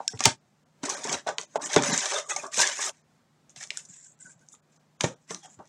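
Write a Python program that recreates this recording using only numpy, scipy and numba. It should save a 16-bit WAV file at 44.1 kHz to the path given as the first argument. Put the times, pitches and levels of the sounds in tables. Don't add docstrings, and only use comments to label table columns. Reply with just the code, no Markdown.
import sys
import numpy as np
from scipy import signal
from scipy.fft import rfft, irfft
from scipy.io import wavfile
from scipy.ndimage import uniform_filter1d, minimum_filter1d
from numba import njit

SR = 44100
rng = np.random.default_rng(int(sys.argv[2]) if len(sys.argv) > 2 else 0)


def inscribe(sig):
    pcm = np.round(np.clip(np.atleast_2d(sig).T, -1, 1) * 32767)
    wavfile.write(sys.argv[1], SR, pcm.astype(np.int16))


def volts_from_db(level):
    exponent = np.asarray(level, float) / 20
    return 10 ** exponent


N = 250605
T = np.arange(N) / SR

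# frequency in Hz, density in dB per Hz.
FOIL = [(60, -35), (160, -19.5), (430, -10.5), (1020, -6), (1500, -7.5), (2300, -12.5), (2960, -15),
        (3600, -11), (4750, -16), (6130, -6.5), (7770, -12), (9600, -25), (13000, -45), (16000, -61.5)]
# frequency in Hz, width in Hz, level in dB.
BOX = [(207.6, 14, -10), (451, 37, -1), (583.7, 21, -3), (875, 160, 2), (986, 23, -12), (1390, 110, -9),
       (1950, 19, -17.5)]
SQUEEZE_DB_PER_S, LET_GO_DB_PER_S = 1801, 849.5


def level(x, db=0):
    return x * volts_from_db(db) / np.sqrt(np.mean(x ** 2))


def loudness(x, seconds):
    power = uniform_filter1d(x ** 2, int(seconds * SR))
    return np.sqrt(np.maximum(power, 0) + 1e-14)


def band(x, lo_hz, hi_hz, order=4):
    return signal.sosfilt(signal.butter(order, [lo_hz, hi_hz], "band", fs=SR, output="sos"), x)


def colour(x, points):
    hz, db = np.transpose(points)
    grid_hz = np.arange(2049) * SR / 4096
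    log_gain = np.interp(np.log(grid_hz + 1), np.log(hz), db) * np.log(10) / 20
    cepstrum = irfft(log_gain)
    cepstrum[1:2048] *= 2
    cepstrum[2049:] = 0
    return signal.fftconvolve(x, irfft(np.exp(rfft(cepstrum))))[:N]


def resonate(x, modes):
    total = 0
    for k, (hz, width_hz, db) in enumerate(modes):
        mode = signal.lfilter(*signal.iirpeak(hz, hz / width_hz, SR), x)
        total = total + (-1) ** k * volts_from_db(db) * mode
    return total


def walk(rate):
    k = int(SR / rate)
    held = np.repeat(rng.standard_normal(N // k + 1), k)
    return 1.2 * uniform_filter1d(held, k)[:N]


def bursts(start, db, t60):
    out = np.zeros(N)
    for s, gain, t in zip(start, volts_from_db(db), t60):
        i = int(s * SR)
        n = min(int(max(t, .001) * SR), N - i)
        attack = np.minimum(np.arange(n) / 8, 1)
        out[i:i + n] += gain * volts_from_db(-60 * np.arange(n) / n) * attack
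    return out


@njit
def rings(start, hz, t60, size):
    out = np.zeros(N)
    for k in range(len(start)):
        p = np.exp(2j * np.pi * hz[k] / SR - np.log(1000) / (t60[k] * SR))
        z = size[k] + 0j
        for i in range(start[k], min(N, start[k] + int(t60[k] * SR))):
            z *= p
            out[i] += z.imag
    return out


def effort(rows, offsets_db, rise_db_s, fall_db_s):
    db = np.full(N, -120.)
    for (s, held, start_db, swell_db, *_), offset_db in zip(rows, offsets_db):
        end = s + max(held, .002)
        shape = np.interp(T, [s, end], [0, swell_db])
        shape -= rise_db_s * np.maximum(s - T, 0)
        shape -= fall_db_s * np.maximum(T - end, 0)
        db = np.maximum(db, start_db + offset_db + shape)
    return volts_from_db(db)


def ticks(lo_hz, hi_hz, cycles, spread_db, patch_db, count):
    when, pitch, size, ring = rng.random((4, count))
    hz = lo_hz * (hi_hz / lo_hz) ** pitch
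    patches = volts_from_db(patch_db * rng.standard_normal((10, 240)))
    patches /= np.sqrt(np.mean(patches ** 2, axis=0))
    favour = patches[(pitch * 10).astype(int), (when * 240).astype(int)]
    length = cycles * volts_from_db(17.0 * ring ** 2 + 1.0)
    gain = np.sqrt(hz / length) * favour * volts_from_db(-spread_db * np.log(1 - size))
    shower = rings((when * N).astype(np.int64), hz, length / hz, gain)
    return level(band(colour(shower, FOIL), lo_hz, hi_hz))


def handling():
    # start in seconds, held for seconds, level in dB, swell while held in
    # dB, stiff seams re thin foil in dB.
    squeezes = [(.836, 0.055, -39.5, -4, 2), (.897, 0.15, -33, -14.5, -3), (1.035, 0.11, -39, 8.5, -1.5),
                (1.143, 0.06, -40.5, -9.5, 1.5), (1.277, 0.039, -34.5, -14, 1),
                (1.391, 0.0524, -36.5, -15.5, -11), (1.5, .052, -68, 14, -6),
                (1.562, 0.0036, -36, -6.5, -20.5), (1.618, 0.042, -35, 7.5, -6.5),
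                (1.694, 0.048, -40, 12, 0.5), (1.77, 0.053, -34.5, -10.5, 7), (1.836, 0.18, -24, -4, -2.5),
                (2.02, 0.18, -31, -0.5, -1.5), (2.185, 0.068, -29.5, -38, 0), (2.24, 0.047, -54.5, 7, -23),
                (2.299, 0.055, -24.5, -17, -8.5), (2.37, 0.1, -34, -16.5, -6),
                (2.525, 0.097, -37.5, 22.5, -4), (2.616, 0.13, -21, -17, 1), (2.75, 0.092, -36, 13, -4.5),
                (2.85, 0.043, -23, -7, -10),
                (0, 0.08, -63.5, 7, -3), (0.084, 0.13, -43, -17.5, -19), (0.198, 0.074, -44, 19, 0),
                (0.262, 0.056, -27.5, -18.5, 6), (0.449, 0.4, -80.5, -1.5, -5),
                (3.502, 0.018, -51, -9, -13), (3.567, 0.035, -46, 0.5, -4), (3.608, 0.025, -37.5, -1, -5),
                (3.645, 0.056, -46.5, -14, -28), (3.701, 0.094, -56, 15.5, -5),
                (3.78, 0.066, -37.5, -23, -16), (3.89, 0.18, -54.5, -2, -8),
                (4.207, 0.12, -55.5, -1.5, -12), (4.412, 0.018, -60.5, -1.5, -16.5),
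                (5.2, 0.053, -72.5, 4, -10.5), (2.93, 0.086, -39, -9, -3), (4.425, 0.11, -72, 16.5, -18),
                (4.527, 0.023, -43.5, -13, -32), (4.7, 0.071, -73, 9.5, -6),
                (5.008, 0.055, -44.5, 12.5, -11), (5.043, 0.11, -28.5, -42, -2),
                (5.281, 0.028, -57.5, 22.5, -3.5), (5.31, 0.11, -38, -22, -10),
                (5.433, 0.026, -50.5, 4, -5.5), (5.47, 0.074, -68.5, 12, -12), (5.596, 0.1, -73, 8.5, -3)]
    # start in seconds, held for seconds,
    # level in dB, swell while held in dB, desk rumble re scrape in dB.
    drags = [(0.849, 0.22, -30, -14.5, -11.5), (1.052, 0.092, -33, 7.5, -8), (1.28, 0.0095, -28, 8, -22.5),
             (1.395, 0.029, -41.5, -1.5, -13), (1.557, 0.12, -37, -3, -6), (1.7, 0.072, -36, 8, -31),
             (1.767, 0.021, -19, -6.5, 4.5), (1.8, 0.18, -26.5, -5, -7), (1.894, 0.076, -22, -16, -4),
             (2.009, 0.056, -39, 9.5, -27), (2.116, 0.071, -26.5, 0, -26.5), (2.22, 0.06, -48, -15, -25),
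             (2.293, 0.028, -37.5, 5.5, -36), (2.368, 0.035, -32.5, -9, -19), (2.435, 0.026, -34.5, 0, -16),
             (2.5, .07, -57.5, 12.5, -8), (2.589, 0.12, -24, -12, -22.5), (2.779, 0.12, -42, 6.5, -31),
             (0, 0.038, -36, -34, -13), (.11, 0.05, -67.5, 10.5, 11), (.263, 0.013, -21, -3, -2),
              (3.572, 0.079, -74, 19, -4), (3.714, 0.18, -52, -21, -17), (4.27, 0.15, -60.5, -16.5, -1.5),
              (4.42, 0.38, -81, 2.5, 0), (5.047, 0.092, -27.5, -28, 2), (5.31, 0.057, -37.5, -13.5, 2.5),
              (5.457, 0.045, -50.5, -15, -7), (5.604, 0.019, -39, -9, -9.5)]
    push_db_per_s, settle_db_per_s = 1101, 503
    grips, slides = squeezes, drags

    fine = ticks(6300., 15500.0, cycles=63.0, spread_db=2.0, patch_db=3.0, count=18000)
    broad = ticks(4700., 6400., cycles=64.0, spread_db=1.0, patch_db=1.0, count=8000)
    stiff = ticks(1500.0, 5500.0, cycles=35., spread_db=2.0, patch_db=3.5, count=14000)
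    scrape = ticks(350., 1700., cycles=9.8, spread_db=2.5, patch_db=3.0, count=7000)
    scrape = level(scrape + 1.54 * resonate(scrape, BOX))
    rumble = ticks(135., 360., cycles=5.2, spread_db=2.5, patch_db=1.0, count=1200)

    stiff_db, rumble_db = np.transpose(grips)[-1], np.transpose(slides)[-1]
    broad_db = 0.1 + 0.65 * stiff_db
    fine_db = -10 * np.log10(1 + volts_from_db(broad_db) ** 2)

    def grip(db):
        return effort(grips, db, SQUEEZE_DB_PER_S, LET_GO_DB_PER_S)

    def slide(db):
        return effort(slides, db, push_db_per_s, settle_db_per_s)

    foil = grip(fine_db) * top_band(fine) + grip(fine_db + broad_db) * broad
    foil = foil + grip(stiff_db) * stiff + grip(0.68 * stiff_db + 3.5) * crackle()
    foil = foil + sliding(fine)
    bunching_db = 1.6 * walk(110) + .8 * walk(22)
    rubbing = slide(0 * rumble_db) * scrape + slide(rumble_db) * rumble
    return volts_from_db(bunching_db - 5.0) * foil + volts_from_db(-6.5) * rubbing


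def top_band(fine):
    # start in seconds, held for seconds, level in dB, swell while held in dB.
    top_openings = [(.24, .025, 2, -6), (.89, .03, -6, 0), (1.12, .03, 3, 0), (1.64, .045, 3.5, 0),
                    (1.715, .045, 4, 0), (1.91, .08, -3, 0), (2.12, .06, -3, 0), (2.575, .04, 8, 0),
                    (2.82, 0.079, 4, 3), (5.005, .05, 3, -4)]
    closed_db = -24
    top = signal.sosfiltfilt(signal.butter(8, 13400, "high", fs=SR, output="sos"), fine)
    opening = effort(top_openings, np.zeros(len(top_openings)), SQUEEZE_DB_PER_S, LET_GO_DB_PER_S)
    return fine + (opening + volts_from_db(closed_db) - 1) * top


def crackle():
    jolts_per_s = 280
    struck = rng.random(N) < jolts_per_s / SR
    jolts = struck * rng.standard_normal(N) * volts_from_db(0.83 * rng.exponential(size=N))
    return level(band(colour(jolts, FOIL), 1000, 10500, order=2), -9)


def sliding(fine):
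    # start in seconds, held for seconds, level in dB,
    # swell while held in dB, upper whistle re lower in dB.
    face_slides = [
        (3.89, 0.02, -51, 1.5, -12),
        (3.93, 0.19, -52, -0.5, -14.5),
        (4.205, 0.11, -54, -3, -1.5),
        (5.5, .045, -69.5, 8, -14),
    ]
    low = level(resonate(fine, [(7350, 970, 0)]))
    high = level(resonate(fine, [(8920, 390, 0)]))
    upper_db = np.transpose(face_slides)[-1]
    low_gain = effort(face_slides, 0 * upper_db, SQUEEZE_DB_PER_S, LET_GO_DB_PER_S)
    high_gain = effort(face_slides, upper_db, SQUEEZE_DB_PER_S, LET_GO_DB_PER_S)
    return low_gain * low - high_gain * high


def snaps():
    # start in seconds, peak in dB, stiff part re peak in dB.
    lone = [(0.079, -7.5, -9), (0.2056, -10, -9), (0.2385, -13, -11), (0.2392, -12, -10), (.2434, -18, -20),
            (0.2485, -27, 8), (0.2525, -11, -6), (0.255, 3, -4), (.257, -7, -3), (.8383, -24, -13),
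            (2.9699, -29, -12.5), (4.011, -46, -30), (4.058, -45, -30), (1.9475, -26.5, -14),
            (0.982, -26, -24), (1.124, -20, -6), (1.127, -10.5, -16), (1.1295, -26.5, 4), (0.927, -37, -13),
            (1.0726, -23, -8), (1.7816, -19, -1), (2.5745, -18, -9), (0.1948, -27, -10), (0.174, -46.5, 13),
            (1.383, -17.5, 4.5), (1.4128, -23, -18), (1.4248, -45, 12.5), (1.6206, -34, -18),
            (1.6586, -15, -21), (1.7324, -15, -14), (1.7416, -11, -17), (1.7621, -5, -3),
            (1.823, -11.5, -16), (2.144, -14.5, -20), (2.6737, -9.5, -8.5), (2.615, -7.5, -9.5),
            (1.433, -30, -20), (1.511, -51, -20), (2.7332, -27, -21), (2.893, -19.5, -5),
            (3.4951, -40.5, -21.5), (3.673, -34, -40), (3.7051, -21, 4.5), (3.772, -11.5, -24),
            (1.977, -8, -28), (3.968, -43, -35), (4.045, -38, -35), (4.07, -45, -35), (4.19, -48.5, -20),
            (4.465, -54, -20.5), (4.4867, -34.5, -37.5), (5.655, -50, -6), (5.674, -47, -11),
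            (5.0077, -22.5, 6), (5.009, -8.5, -6.5), (5.0425, -23.5, 10), (5.0362, -24, 2),
            (5.3462, -21, -12.5)]
    crunches = [(0.1907, -30, -6), (0.2264, -41, -4.5), (0.277, -30.5, 6.5), (0.832, -32, -1.5),
                (.852, -23.5, -21), (0.856, -21.5, -14), (0.8928, -19.5, -19), (0.8977, -21.5, -14),
                (.908, -28.5, -3), (1.0408, -20, -35), (1.094, -24, 1.5), (1.141, -33, -9),
                (1.269, -31.5, -25), (1.289, -28, -0.5), (1.557, -33, -3), (2.056, -18, -1),
                (2.1831, -21, -8), (2.003, -22.5, -8.5), (2.534, -28.5, -13), (2.3622, -17, -19),
                (2.465, -30, -41), (2.516, -43.5, -9.5), (2.5722, -34.5, -21.5), (2.5427, -23.5, -9.5),
                (2.5917, -14, -5.5), (2.6018, -10, -31), (2.614, -24, -21.5), (2.626, -15, -3),
                (3.561, -35.5, -4), (3.637, -30.5, -5.5), (5.589, -56, -6), (3.8514, -36, -29),
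                (4.393, -56, -10.5), (4.5483, -55, 1.5), (4.761, -55, -24), (5.036, -34, -8),
                (5.307, -29.5, -6.5)]
    snap_t60_s, crunch_t60_s = 0.01, 0.037
    s, db, stiff_db = np.transpose(lone + crunches)
    t60 = np.repeat([snap_t60_s, crunch_t60_s], [len(lone), len(crunches)])
    noise = rng.standard_normal(N)

    def voice(x, lo_hz, hi_hz):
        return band(colour(x, FOIL), lo_hz, hi_hz)

    def part(db, lo_hz, hi_hz):
        push = noise * (bursts(s, db, t60) + bursts(s, db - 29.0, t60 + 0.058))
        push[(s * SR).astype(int) + 4] += 2.0 * volts_from_db(db) * (t60 == snap_t60_s)
        return voice(push, lo_hz, hi_hz) / np.std(voice(noise, lo_hz, hi_hz))

    return volts_from_db(-7.5) * part(db, 4900, 11000) + volts_from_db(-6.5) * part(db + stiff_db, 2000, 4600)


def knocks():
    # start in seconds, peak in dB, main pitch in Hz, thud re peak in dB.
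    blows = [(0.006, -34, 770, -28), (0.135, -32, 432, -11), (0.193, -40.5, 1240, -33),
             (0.2056, -22, 744, -34), (0.2052, -19.5, 1156, -34), (0.2565, -10.5, 880, -30),
             (0.2556, -14, 1244, -40), (0.276, -31, 913, -18), (0.834, -20, 280, -23.5),
             (1.051, -23.5, 419, -14), (1.265, -26, 664, -45), (1.27, -17, 720, -40),
             (1.288, -18, 632, -16.5), (1.3833, -28, 1020, -29), (1.3834, -24.5, 2004, -38),
             (1.557, -13, 674, -23), (1.763, -7.5, 423, -11.5), (1.7616, -11, 1050, -31),
             (1.936, -17.5, 1800, -25), (1.767, -15, 1480, -30), (1.8225, -22.5, 1770, -30),
             (2.134, -44, 560, -51), (2.296, -35, 1210, -38), (2.363, -30, 767, -34),
             (2.435, -31, 680, -23), (2.577, -21.5, 516, -7.5), (2.792, -22, 1092, -38),
             (2.872, -26, 1235, -23.5), (3.563, -46, 716, -27.5), (3.611, -43.5, 732.4, -39),
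             (4.539, -47, 1251, -8), (5.008, -23, 1015, -11.5), (5.037, -38, 1045, -15),
             (5.045, -17.5, 489, -20), (5.0435, -21, 765, -26), (5.0425, -23.5, 1820, -40),
             (5.307, -30.5, 433, -27), (5.35, -40, 330, -20), (5.448, -42.5, 742, -18.5),
             (5.59, -46, 875, -7.5), (5.59, -42, 332, -12)]
    # frequency in Hz, width in Hz, level in dB.
    desk_modes = [(138, 12, -3), (176, 58, 2), (268, 100, -2)]
    hollow_db = 3
    s, db, hz, thud_db = np.transpose(blows)
    t60 = 0.076 * (hz / 700) ** -0.44
    panel = rings((s * SR).astype(np.int64), hz, 0.6 * t60, volts_from_db(db - 4.5))
    shake = rng.standard_normal((2, N))
    box = resonate(shake[0] * bursts(s, db + hollow_db, t60), BOX)
    desk = resonate(shake[1] * bursts(s, db + thud_db, 1.0 * t60), desk_modes)
    hollow = band(panel, 130, 3700, order=2) + band(box, 150, 4500, order=2)
    return hollow + volts_from_db(15.0) * band(desk, 96, 700, order=2)


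def pats():
    # centre in seconds, frequency in Hz, peak in dB, duration in seconds.
    landings = [(.0052, 827, -22, 0.001), (1.765, 420, -4.5, 0.00054), (1.93, 230, -22.5, 0.0043),
                (5.0482, 300.2, -18.5, .001), (5.058, 450, -24.5, 0.0023), (2.367, 2210, -30, .003),
                (2.366, 880, -31, 0.001805), (3.7056, 2880, -20, 0.00052), (3.774, 1530, -36, 0.0018),
                (5.008, 1190, -28, 0.0017), (5.011, 1660, -27, 0.002), (5.0417, 250, -6, 0.00044),
                (.079, 5600, -9, 0.00033), (1.5585, 700, -13.5, 0.0009), (1.768, 450, -10, 0.00072)]
    total = np.zeros(N)
    for s, hz, db, lasts in landings:
        swell = np.exp(-((T - s) / lasts) ** 2)
        total += volts_from_db(db) * swell * np.cos(2 * np.pi * hz * (T - s))
    return total


def thumps():
    # start in seconds, frequency in Hz, level in dB, T60 in seconds.
    stack_lands = [(0.137, 110, -29, 0.067), (0.259, 112.5, -15, 0.056), (1.135, 84, -35.5, 0.071),
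                   (2.589, 96, -45, 0.16), (5.331, 85, -54.5, 0.11), (5.57, 90.5, -45, 0.093),
                   (3.569, 147, -45, 0.035), (3.895, 169, -46.5, 0.063), (4.245, 177.6, -47.5, 0.053),
                   (4.355, 154, -51, 0.084), (5.042, 124, -50, 0.099), (5.599, 201, -49, 0.077)]
    s, hz, db, t60 = np.transpose(stack_lands)
    return band(rings((s * SR).astype(np.int64), hz, t60, volts_from_db(db)), 85, 560)


def squeak():
    # centre in seconds, frequency in Hz, level in dB.
    whistles = [(0.059, 730, -53.5), (0.09, 1620, -45), (0.141, 1950, -53), (0.133, 747, -47.5),
                (.955, 1600, -43.5), (1.92, 1970, -42), (2.162, 3570, -32.5), (2.245, 1240, -57),
                (2.27, 1150, -53), (2.315, 810, -37), (2.315, 1996, -37.5), (2.315, 2570, -35.5),
                (2.318, 3440, -41.5), (2.34, 1202, -46), (2.401, 2490, -44.5), (2.465, 1147, -40.5),
                (2.485, 668, -52), (2.51, 1160, -59), (2.535, 1186, -48.5), (2.615, 1590, -34),
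                (2.88, 1250, -41.5), (2.895, 635, -41), (5.109, 523.7, -48), (5.134, 434, -54),
                (4.211, 1550, -61.5), (4.265, 1540, -48.5), (4.301, 1570, -58.5), (4.428, 1540, -61.5),
                (4.534, 3560, -70), (5.43, 3400, -59), (5.451, 3290, -58.5), (5.455, 2900, -64),
                (5.441, 804, -59), (5.365, 4050, -53), (5.461, 785, -50)]
    noise = rng.standard_normal(N)
    total = np.zeros(N)
    for s, hz, db in whistles:
        whistle = level(band(noise, .965 * hz, 1.035 * hz, order=2))
        total += volts_from_db(db) * np.exp(-((T - s) / 0.011) ** 2) * whistle
    return total


def room():
    # frequency in Hz, density in dB per Hz.
    air_spectrum = [(24, -65), (40, -25.5), (81, -20), (97, -13.5), (155, -9), (178, -9), (220, -8.5),
                    (403, -16.5), (659, -17), (1760, -24.5), (2800, -29.5), (7470, -32), (10600, -43),
                    (13000, -46), (15700, -46), (22000, -120)]
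    air_db, fan_hz, fan_db = -67.5, 152, -71
    air = colour(rng.standard_normal(N), air_spectrum) * volts_from_db(1.5 * walk(13))
    hum = np.sin(2 * np.pi * np.cumsum(fan_hz * (1 + 0.0018 * walk(9.6))) / SR)
    return level(air, air_db) + volts_from_db(fan_db + 2.0 * walk(7)) * hum


def scene():
    tail_t60_s, tail_db = 0.2, -10.5
    dip_s, dip_db_per_s, dip_for_s = 2.9, 748, .4
    near = handling() + snaps() + knocks() + pats() + thumps() + squeak()
    near = signal.sosfilt(signal.butter(4, 88, "high", fs=SR, output="sos"), near)
    t = T[:SR // 2]
    tail = rng.standard_normal(len(t)) * volts_from_db(-60 * t / tail_t60_s) * (t > .004)
    tail *= volts_from_db(tail_db) / np.sqrt(np.sum(tail ** 2))
    echo = signal.fftconvolve(near, tail)[:N]
    direct, late = loudness(near, .03), loudness(echo, 0.034)
    heard = near + echo * direct ** 2 / (direct ** 2 + (0.22 * late) ** 2)
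    dip_db = -np.clip(dip_db_per_s * (T - dip_s), 0, 22) * (T < dip_s + dip_for_s)
    return (heard * volts_from_db(dip_db) + room())[None]


def coarsen(x, sharpen):
    frames = signal.stft(x, nperseg=1024, window="cosine")[2]
    size = abs(frames) + 1e-9
    near = np.sqrt(uniform_filter1d(size ** 2, 15, axis=0))
    steady = np.minimum(minimum_filter1d(near, 3, axis=1) / near * 1.8, 1) ** 2
    gain = np.minimum(size / near, 1.5) ** (sharpen * steady * rng.random(size.shape[1]))
    thin = signal.istft(frames * gain, nperseg=1024, window="cosine")[1][:N]
    return thin * loudness(x, .004) / loudness(thin, .004)


def starve(x):
    # frame centre in seconds, lower limit in Hz, share of bands kept from 0 to 1.
    starved = [(0.0926, 300, 0.17), (0.14, 1000, 0.23), (0.648, 1800, 0), (0.959, 2600, 0.35),
               (1.104, 2000, 0.6), (1.205, 800, 0.9), (1.361, 1500, 0.5), (1.465, 1000, 0.26),
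               (1.587, 900, 0.03), (1.651, 1000, 0.39), (1.924, 1500, 0.59), (2.005, 1000, 0.75),
               (2.13, 2500, 0.93), (2.251, 1500, 0.66), (2.642, 1500, 0.9), (.396, 800, 0.6),
               (2.318, 100, 0.6), (4.166, 3000, 0.3), (4.285, 1800, 0.7), (4.367, 3500, 0.45),
               (4.534, 1500, 0.87), (4.614, 1500, 0.02), (4.786, 1500, 0.1), (4.982, 1200, 0.32),
               (5.152, 1500, 0.14), (3.03, 1500, 0.3), (5.478, 2500, .6)]
    out, window = x.copy(), signal.windows.tukey(1280, .8)
    hz = np.arange(640) * SR / 1280
    for s, above_hz, kept in starved:
        frame = slice(int(s * SR) - 640, int(s * SR) + 640)
        bins = rfft(x[frame] * window)
        power = (abs(bins[:-1]) ** 2).reshape(64, 10).sum(axis=1)
        power = np.repeat(power * volts_from_db(7 * rng.standard_normal(64)), 10)
        heard = (hz > above_hz) & (hz < 10000)
        weak = (hz > above_hz) & (power < np.quantile(power[heard], 1 - np.clip(kept, 0, 1)))
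        out[frame] -= .96 * irfft(bins * np.append(weak, 0))
    return out


def top_cut(x):
    return signal.sosfilt(signal.butter(12, 15800, fs=SR, output="sos"), x)


def record(dry):
    x = starve(coarsen(dry[0], sharpen=0.71))
    return top_cut(np.clip(x, -1, 1)[None])


dry = scene()
out = record(dry)
inscribe(out)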